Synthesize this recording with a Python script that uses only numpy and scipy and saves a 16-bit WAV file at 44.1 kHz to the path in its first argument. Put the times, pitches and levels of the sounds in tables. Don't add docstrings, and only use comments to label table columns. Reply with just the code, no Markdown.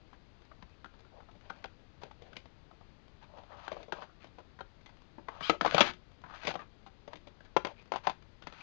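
import sys
import numpy as np
from scipy import signal
from scipy.fft import rfft, irfft
from scipy.io import wavfile
from scipy.ndimage import uniform_filter1d, map_coordinates

SR = 44100
rng = np.random.default_rng(int(sys.argv[2]) if len(sys.argv) > 2 else 0)


def inscribe(sig):
    pcm = np.round(np.clip(np.atleast_2d(sig).T, -1, 1) * 32767)
    wavfile.write(sys.argv[1], SR, pcm.astype(np.int16))


N = 380141

# frequency in Hz, relative level in dB.
FLOOR_SPECTRUM = [(15, -4.5), (30, 2.5), (80, 0), (160, -5), (400, -10.5), (1000, -16), (2500, -20.5),
                  (4500, -22.5), (9000, -27.5)]
# start in seconds, level in dB, shell resonance in Hz,
# hardness of the contact in dB, seconds until the rebound (0 for a case held fast).
CASE_KNOCKS = [(0.13, -53, 983, -13, 0.0097), (0.514, -52.5, 1196, -23, 0), (0.624, -50.5, 1003, -5.5, 0),
               (0.938, -62.5, 900, -7, 0.012), (1.048, -62.5, 1380, -10, 0.016),
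               (1.203, -57.5, 840, -12, 0.024), (1.287, -56, 855.8, -14.5, 0.0074),
               (1.312, -68.5, 1500, 3, 0.0016), (1.352, -60, 590, -8, 0.008),
               (1.409, -65.5, 1300, 2, 0.012), (2.111, -51, 850, -11, 0), (2.22, -57, 494, -1, 0.00015),
               (2.33, -52.5, 1510, -4.5, 0), (2.366, -54, 1042, 11, 0.001), (2.456, -53.5, 639, -7.5, 0),
               (2.711, -55.5, 720, -17, 0.023), (2.81, -58.5, 723, -14, 0.016),
               (3.24, -59, 925, -6, 0.0069), (3.337, -54, 561, -34, 0.0206),
               (3.383, -50, 775.8, -10.5, 0.006), (3.434, -58, 798, -8, 0.028),
               (3.52, -51.5, 1176, -31, 0.011), (3.717, -37, 589, -11.5, 0.0093),
               (3.766, -40.5, 566, -35, 0), (3.803, -50, 595, -19, 0.027),
               (3.829, -56.5, 696, 3.5, 0.00086), (3.882, -49, 596, -17.5, 0.012),
               (3.984, -44, 583, -23, 0), (4.022, -47, 1012, -13, 0.0069),
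               (4.095, -60.5, 1370, -31, 0.0025), (4.243, -51.5, 658, -4.5, 0.027),
               (4.384, -46.5, 517.8, -15.5, 0.018), (4.589, -49.5, 1020, -14, 0.005),
               (4.81, -70, 1392, 2, 0.0025), (4.86, -59, 855, 5, 0.0046), (4.891, -59.5, 850, -5, 0.0086),
               (5.182, -47, 296, -25, 0.00087), (5.284, -36, 1045, -16, 0),
               (5.407, -39.5, 1120, -10, 0.00795), (5.496, -19, 1290, -7.5, 0.00047),
               (5.497, -25.5, 480, -14, 0), (5.61, -25, 1320, -9.5, 0), (5.611, -33, 700, -11.5, 0.018),
               (5.648, -23, 814, -15, 0), (5.66, -24, 718, -11, 0.0018), (5.676, -34, 1150, -8.5, 0),
               (5.723, -39, 682.6, -12.5, 0.0019), (5.745, -22.5, 490, -5.5, 0.0016),
               (5.766, -33.5, 930, -7, 0), (5.78, -21, 776, -5, 0.0139), (5.806, -20, 580, 3, 0.0048),
               (5.81, -22.5, 1240, -4, 0.0035), (5.817, -27, 1166, 1, .01), (5.863, -45, 1342, 5, 0.012),
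               (5.889, -43, 1327, -4, 0.0024), (5.935, -60.5, 1290, 8.5, 0.0018),
               (6.238, -46, 985, -17.5, 0.023), (6.308, -53, 1191, -15.5, 0),
               (6.45, -40.5, 336.4, -2, 0.0048), (6.47, -35.5, 700, 3.5, 0.002),
               (6.478, -32, 610.2, -2, 0.01), (6.511, -39, 780, -8, 0.029),
               (6.54, -43, 520.6, -8.5, 0.00097), (6.554, -35, 719.5, -12.5, 0.0012),
               (6.592, -46.5, 1202, -12, 0.01), (6.617, -51.5, 1100, -12, 0.0024),
               (6.863, -50.5, 792, -9, 0.0088), (7.077, -45, 567.2, -9.5, 0), (7.132, -43, 941.1, -8.5, 0),
               (7.156, -55.5, 567.2, 3, 0.013), (7.271, -50.5, 570, -5.5, 0.01),
               (7.405, -54.5, 1620, -11, 0), (8.422, -53.5, 1420, 0, 0.015), (8.47, -39, 939, -5.5, 0),
               (8.524, -54, 1332, 1, 0.0113)]
# pitch in Hz, relative level in dB,
# t60 in seconds before the cases damp it.
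BASKET_MODES = [(197, -8, 0.15), (363, 3, 0.36), (460, 7.5, 0.13), (574.6, 7, 0.2), (1063, 2, 0.18),
                (1280, 5, 0.15), (1446, 1.5, 0.18), (2060, 2.5, 0.2), (2240, 4, 0.15), (2432, 3.5, 0.16),
                (2670, 3.5, 0.099), (2845, 5, 0.16), (3270, 3.5, 0.16), (4074, 1, 0.14)]
# start and end in seconds, squeak level in dB, pitch in Hz.
FINGERTIP_RUBS = [(0.677, 0.778, -80, 2540), (6.587, 6.641, -70, 2480), (7.43, 7.489, -73.5, 1645),
                  (7.74, 7.839, -69, 2420), (8.602, 8.655, -56.5, 2500)]
# frequency in Hz, relative level in dB.
RASP_SPECTRUM = [(150, -4), (400, -17.5), (1000, -2.5), (1500, 7), (1950, 0.5), (2550, 4), (2850, 2),
                 (3200, 0.5), (3700, -3.5), (4300, -3.5), (5000, -6), (6500, -5.5), (9000, -22)]
# start in seconds, ring level in dB, pitch of the struck spot in Hz,
# hardness in dB, fall of the modes away from that pitch in dB per octave.
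WALL_STRIKES = [(0.844, -46.5, 1390, -0.5, 19), (0.858, -52, 1376, -2, 7), (1.502, -39.5, 1110, -7, 17),
                (1.641, -44, 1580, 8.5, 7), (1.646, -41.5, 664, -14, 17), (1.656, -52.5, 632, 6.5, 4),
                (2.034, -43.5, 600, 4, 6.5), (3.679, -37, 910, -1, 1), (3.922, -32.5, 1336, -2, 3),
                (3.929, -37, 560, -6, 12), (4.607, -41, 950, -6.5, 0), (6.337, -49, 1142, -12, 18)]
# pitch in Hz, relative level in dB, t60 in seconds.
WALL_MODES = [(389.2, -5.5, 0.046), (548, -3, 0.05), (769, 1, 0.037), (930, 1.5, 0.026),
              (1060, -10.5, 0.034), (1253, -13, 0.065), (1400, -1, 0.039), (1470, 2.5, 0.018),
              (1597, -2.5, 0.037), (1840, -21, 0.057), (2670, -22, 0.04), (3140, -18, 0.09),
              (3790, -13, 0.04), (4215, -12, 0.04)]
# start and end in seconds, rasp level in dB, shell resonance in Hz,
# level of the hollow ring in dB.
CASE_SLIDES = [(1.1, 1.251, -79, 700, -64), (1.425, 1.65, -67.5, 840, -66.5),
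               (1.497, 1.509, -52, 1300, -54), (2.013, 2.042, -61, 895, -57.5),
               (2.04, 2.089, -66.5, 650, -61), (2.191, 2.383, -71.5, 609, -67),
               (2.356, 2.364, -60, 900, -72.5), (3.212, 3.248, -64, 940, -62.5),
               (3.289, 3.453, -70, 760, -60), (3.473, 3.597, -67, 930, -57.5),
               (3.577, 3.753, -61, 1068, -58.5), (3.708, 3.87, -63, 600, -59), (3.924, 4.07, -61, 880, -56),
               (4.01, 4.047, -63, 1160, -60), (4.2, 4.265, -64, 900, -88),
               (5.265, 5.443, -64.5, 960, -58.5), (5.399, 5.54, -52, 1336, -55.5),
               (5.498, 5.571, -66, 632, -49), (5.61, 5.738, -47, 1252, -59), (5.701, 5.843, -43, 1050, -66),
               (5.812, 5.919, -41, 1000, -48.5), (6.274, 6.378, -63, 1084, -56),
               (6.338, 6.43, -57.5, 988, -65.5), (6.415, 6.481, -50, 950, -55.5),
               (6.463, 6.529, -44.5, 860, -51.5), (6.576, 6.637, -67, 950, -61),
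               (7.098, 7.156, -69, 924, -63), (7.648, 7.727, -59.5, 790, -54.5),
               (7.921, 7.991, -52, 950, -52), (8.031, 8.103, -54.5, 965, -55.5),
               (8.084, 8.123, -53.5, 802, -53), (8.453, 8.496, -63.5, 875, -69),
               (8.483, 8.735, -60.5, 1120, -67)]
# centre pitch in Hz, width in Hz, relative level in dB.
SQUEAK_RESONANCES = [(1290, 130, -7.5), (1600, 250, -8), (2390, 130, -2.5), (3100, 260, 4.5),
                     (3700, 260, -6), (4750, 410, -6)]
# start in seconds, ring level in dB, pitch of the struck spot
# in Hz, hardness in dB, fall of the modes away from that pitch in dB per octave.
TUB_STRIKES = [(7.5645, -22.5, 527, -7.5, 3), (7.567, -26.5, 890, -5.5, 5), (7.648, -31.5, 700, -2.5, 2.5),
               (7.669, -39.5, 495, -2, 2), (7.919, -29.5, 650, -7.5, 5), (7.937, -35, 700, -9, 6),
               (7.959, -32, 824, -6.5, 15), (8.0697, -23, 825, -6.5, 21), (8.096, -33.5, 820, -3.5, 10.5)]
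# pitch in Hz, relative level in dB, t60 in seconds.
COMPACT_MODES = [(373, 1, 0.032), (558, -4, 0.062), (700, -5, 0.043), (781, -3, 0.048), (880, -1, 0.044),
                 (1010, -1, 0.049), (1290, -3.5, 0.044), (1414, -4, 0.035), (1594, -6.5, 0.041),
                 (1855, -9, 0.043), (2157, -6, 0.048), (2444, -11, 0.06), (2676, -11, 0.058),
                 (3230, -17, 0.093)]
# frequency in Hz, gain in dB.
MIC_RESPONSE = [(100, 8.5), (4000, 4), (4900, 2.5), (5550, -7.5), (6200, -4), (7000, -12.5), (7600, -15),
                (8200, -26.5)]

TOP_HZ = 8000
MIDDLING_DB = -35


def undb(db):
    return 10 ** (np.asarray(db) / 20)


def level(x, db):
    return x * undb(db) / np.sqrt(np.mean(x ** 2))


def crest(x, db, size=132):
    return x * undb(db) / np.sqrt(uniform_filter1d(x ** 2, size).max())


def fade(t, t60):
    return np.exp(-np.log(1000) * t / max(t60, 1e-3))


def band(x, lo_hz, hi_hz, order=3):
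    sos = signal.butter(order, [lo_hz, min(hi_hz, SR / 2 - 1)], "band", fs=SR, output="sos")
    return signal.sosfilt(sos, x)


def colour(x, points, size=4096):
    hz, db = np.transpose(points)
    gain = undb(np.interp(np.log(np.fft.rfftfreq(size, 1 / SR) + 1), np.log(hz), db))
    cepstrum = irfft(np.log(gain))[:size // 2]
    cepstrum[1:] *= 2
    return signal.fftconvolve(x, irfft(np.exp(rfft(cepstrum, size))))[:len(x)]


def wander(rate):
    return np.interp(np.arange(N) / SR * rate, np.arange(N), rng.standard_normal(N))


def add(track, start, x):
    i = max(int(start * SR), 0)
    track[i:i + len(x)] += x[:max(N - i, 0)]


def noise_floor(db=-62.5):
    return level(colour(rng.standard_normal(N), FLOOR_SPECTRUM), db)


def knock(shell_db, shell_hz, thud_db, clack_db, tick_db, ring_s, rise_s=0.00057, size=8192):
    t = np.arange(size) / SR
    contact = 1 - np.exp(-t / rise_s)
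    snap = undb(8) * (np.arange(size) == int(rise_s * SR))

    def plate(lo_hz, hi_hz, t60, order=3):
        scatter = rng.choice([-1., 1.], size) * contact * fade(t, t60)
        return band(snap + scatter, lo_hz, hi_hz, order)

    note = np.sin(2 * np.pi * shell_hz * t) * contact * fade(t, ring_s * .75)
    neighbours = plate(min(shell_hz * .7, 600), np.clip(shell_hz * 1.8, 1100, 1750), ring_s)
    shell = crest(note, 0) + crest(neighbours, 0)
    thud = plate(155, 490, ring_s * 1.44, order=2)
    clack = plate(1900, 3870, ring_s * 0.97)
    tick = plate(4500, 7150, ring_s * 0.94)
    return crest(shell, shell_db) + crest(thud, thud_db) + crest(clack, clack_db) + crest(tick, tick_db)


def held_cut_db(hz, held_hz=790, width_octaves=0.13, depth_db=-7):
    return depth_db * np.exp(-(np.log2(hz / held_hz) / width_octaves) ** 2)


def blow(db, hz, hard_db):
    thud_db = -41.5 + 0.83 * (db - MIDDLING_DB) + 0.42 * hard_db + held_cut_db(hz)
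    clack_db = db + hard_db
    ring_s = 0.031 * 2 ** (-hard_db / 39)
    return knock(db, hz, thud_db, clack_db, tick_db=clack_db - 4, ring_s=ring_s)


def rattle(sound, touches_per_s=560, after_s=0.0031, t60=0.15, size=6000):
    t = np.arange(size) / SR
    touches = (rng.random(size) < touches_per_s / SR) * rng.uniform(-1.7, 1, size) * (t > after_s)
    return undb(-13.5) * signal.fftconvolve(sound, touches * fade(t, t60))


def case_knocks(rebound_db=-7):
    out, shake = np.zeros(N), np.zeros(N)
    for start, db, hz, hard_db, rebound_s in CASE_KNOCKS:
        first = blow(db, hz, hard_db)
        add(out, start, first)
        add(shake, start, first * undb(held_cut_db(hz)))
        if rebound_s > 0:
            add(out, start + rebound_s, blow(db + rebound_db, hz, hard_db))
            choke_db = -0.4 * max(db - MIDDLING_DB, 0)
            add(out, start, rattle(first) * undb(choke_db))
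    return out, shake


def basket_ring(x, gain_db=-59, damping=1.406):
    t = np.arange(SR // 2) / SR
    ring = sum(undb(db) * np.sin(2 * np.pi * (hz * t + rng.random())) * fade(t, t60 / damping)
               for hz, db, t60 in BASKET_MODES)
    return undb(gain_db) * signal.fftconvolve(x, ring)[:N]


def table_boom(x, gain_db=1.0, t60=0.12):
    decay = fade(np.arange(SR // 4) / SR, t60)
    boom = band(rng.standard_normal(len(decay)), 55, 170, order=2) * decay
    return undb(gain_db) * signal.fftconvolve(x, boom / np.linalg.norm(decay))[:N]


def room_tail(x, gain_db=-13, treble_db=1, low_t60=0.152, high_t60=0.18, delay_s=0.0042):
    t = np.arange(SR // 2) / SR
    low = band(rng.standard_normal(len(t)), 70, 1700) * fade(t, low_t60)
    high = band(rng.standard_normal(len(t)), 1300, 8500) * fade(t, high_t60)
    build_up = np.clip(t / delay_s - 1, 0, 1)
    tail = (low + undb(treble_db) * high) * build_up
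    return undb(gain_db) * signal.fftconvolve(x, tail / np.linalg.norm(fade(t, low_t60)))[:N]


def settling_ticks(count=36, mean_db=-65, spread_db=3):
    out = np.zeros(N)
    for when, strength, octaves in rng.random((count, 3)):
        db = mean_db + spread_db * (2 * strength - 1)
        tick = knock(db, 600 * 2 ** octaves, thud_db=db - 4, clack_db=db - 2, tick_db=db - 2, ring_s=.025)
        add(out, when * N / SR, tick)
    return out


def finger_rubs(width_hz=170, judder_db=4, judder_per_s=160, rasp_db=-5):
    out = np.zeros(N)
    t = np.arange(N) / SR
    judder = rng.standard_normal(N) * undb(judder_db * wander(judder_per_s))
    for start, end, db, hz in FINGERTIP_RUBS:
        drag = judder[(t > start) & (t < end)]
        drag = drag * np.hanning(len(drag)) ** .5
        squeak = band(drag, hz - width_hz / 2, hz + width_hz / 2, order=1)
        rasp = colour(drag, RASP_SPECTRUM)
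        add(out, start, level(squeak, db) + level(rasp, db + rasp_db))
    return out


def hollow_taps(strikes, modes, case_db, rise_s, size=8192):
    out = np.zeros(N)
    t = np.arange(size) / SR
    contact = 1 - np.exp(-t / rise_s)
    for start, db, spot_hz, hard_db, db_per_octave in strikes:
        ring = np.zeros(size)
        for hz, mode_db, t60 in modes:
            gain = undb(mode_db - db_per_octave * abs(np.log2(hz / spot_hz)))
            ring += gain * np.sin(2 * np.pi * (hz * t + rng.random())) * fade(t, t60)
        ring = band(ring * contact, 170, TOP_HZ, order=2)
        add(out, start, crest(ring, db) + blow(db + case_db, spot_hz, hard_db))
    return out


def wall_taps():
    return hollow_taps(WALL_STRIKES, WALL_MODES, case_db=-8, rise_s=0.00043)


def case_slides(catches_per_s=6000, grip_db=1.5, grip_per_s=90, stall_db=1.9, stall_per_s=35, grit_db=1.95):
    out = np.zeros(N)
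    t = np.arange(N) / SR
    catches = (rng.random(N) < catches_per_s / SR) * rng.standard_normal(N)
    uneven_db = grip_db * wander(grip_per_s) + stall_db * wander(stall_per_s)
    catches *= undb(uneven_db + grit_db * rng.exponential(size=N))
    for start, end, rasp_db, hz, shell_db in CASE_SLIDES:
        span = (t > start) & (t < end)
        speed = np.sin(np.pi * (t[span] - start) / (end - start)) ** 0.64
        friction = catches[span] * speed
        half_width_hz = min(hz * .35, 380)
        hollow = band(friction, hz - half_width_hz, hz + half_width_hz, order=2)
        rasp = colour(friction, RASP_SPECTRUM)
        add(out, start, level(hollow, shell_db) + level(rasp, rasp_db))
    return out


def tight_squeak(start_s=5.423, end_s=5.5, level_db=-41.5, bend=0.06):
    push = np.hanning(int((end_s - start_s) * SR))
    judder = rng.standard_normal(SR)
    tone = sum(level(band(judder, hz - width / 2, hz + width / 2, order=1), db)
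               for hz, width, db in SQUEAK_RESONANCES)
    pitch_ratio = 1 + bend * (push - .5)
    squeak = map_coordinates(tone, [np.cumsum(pitch_ratio)]) * push ** 0.088
    out = np.zeros(N)
    add(out, start_s, level(squeak, level_db))
    return out


def tub_knocks():
    return hollow_taps(TUB_STRIKES, COMPACT_MODES, case_db=-4, rise_s=0.00054)


def scene():
    hits, shake = case_knocks()
    handling = case_slides() + tight_squeak() + finger_rubs() + settling_ticks()
    wall = wall_taps()
    plastic = hits + wall + tub_knocks() + handling
    floor = noise_floor()
    resonance = basket_ring(shake + handling) + table_boom(hits + wall + handling) + room_tail(plastic)
    return np.array([plastic + resonance + floor, np.zeros(N)])


def record(dry, safety_limit=0.72):
    dulled = np.array([colour(channel, MIC_RESPONSE) for channel in dry])
    capped = np.clip(dulled, -safety_limit, safety_limit)
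    return signal.sosfilt(signal.ellip(8, .2, 60, TOP_HZ, fs=SR, output="sos"), capped)


dry = scene()
out = record(dry)
inscribe(out)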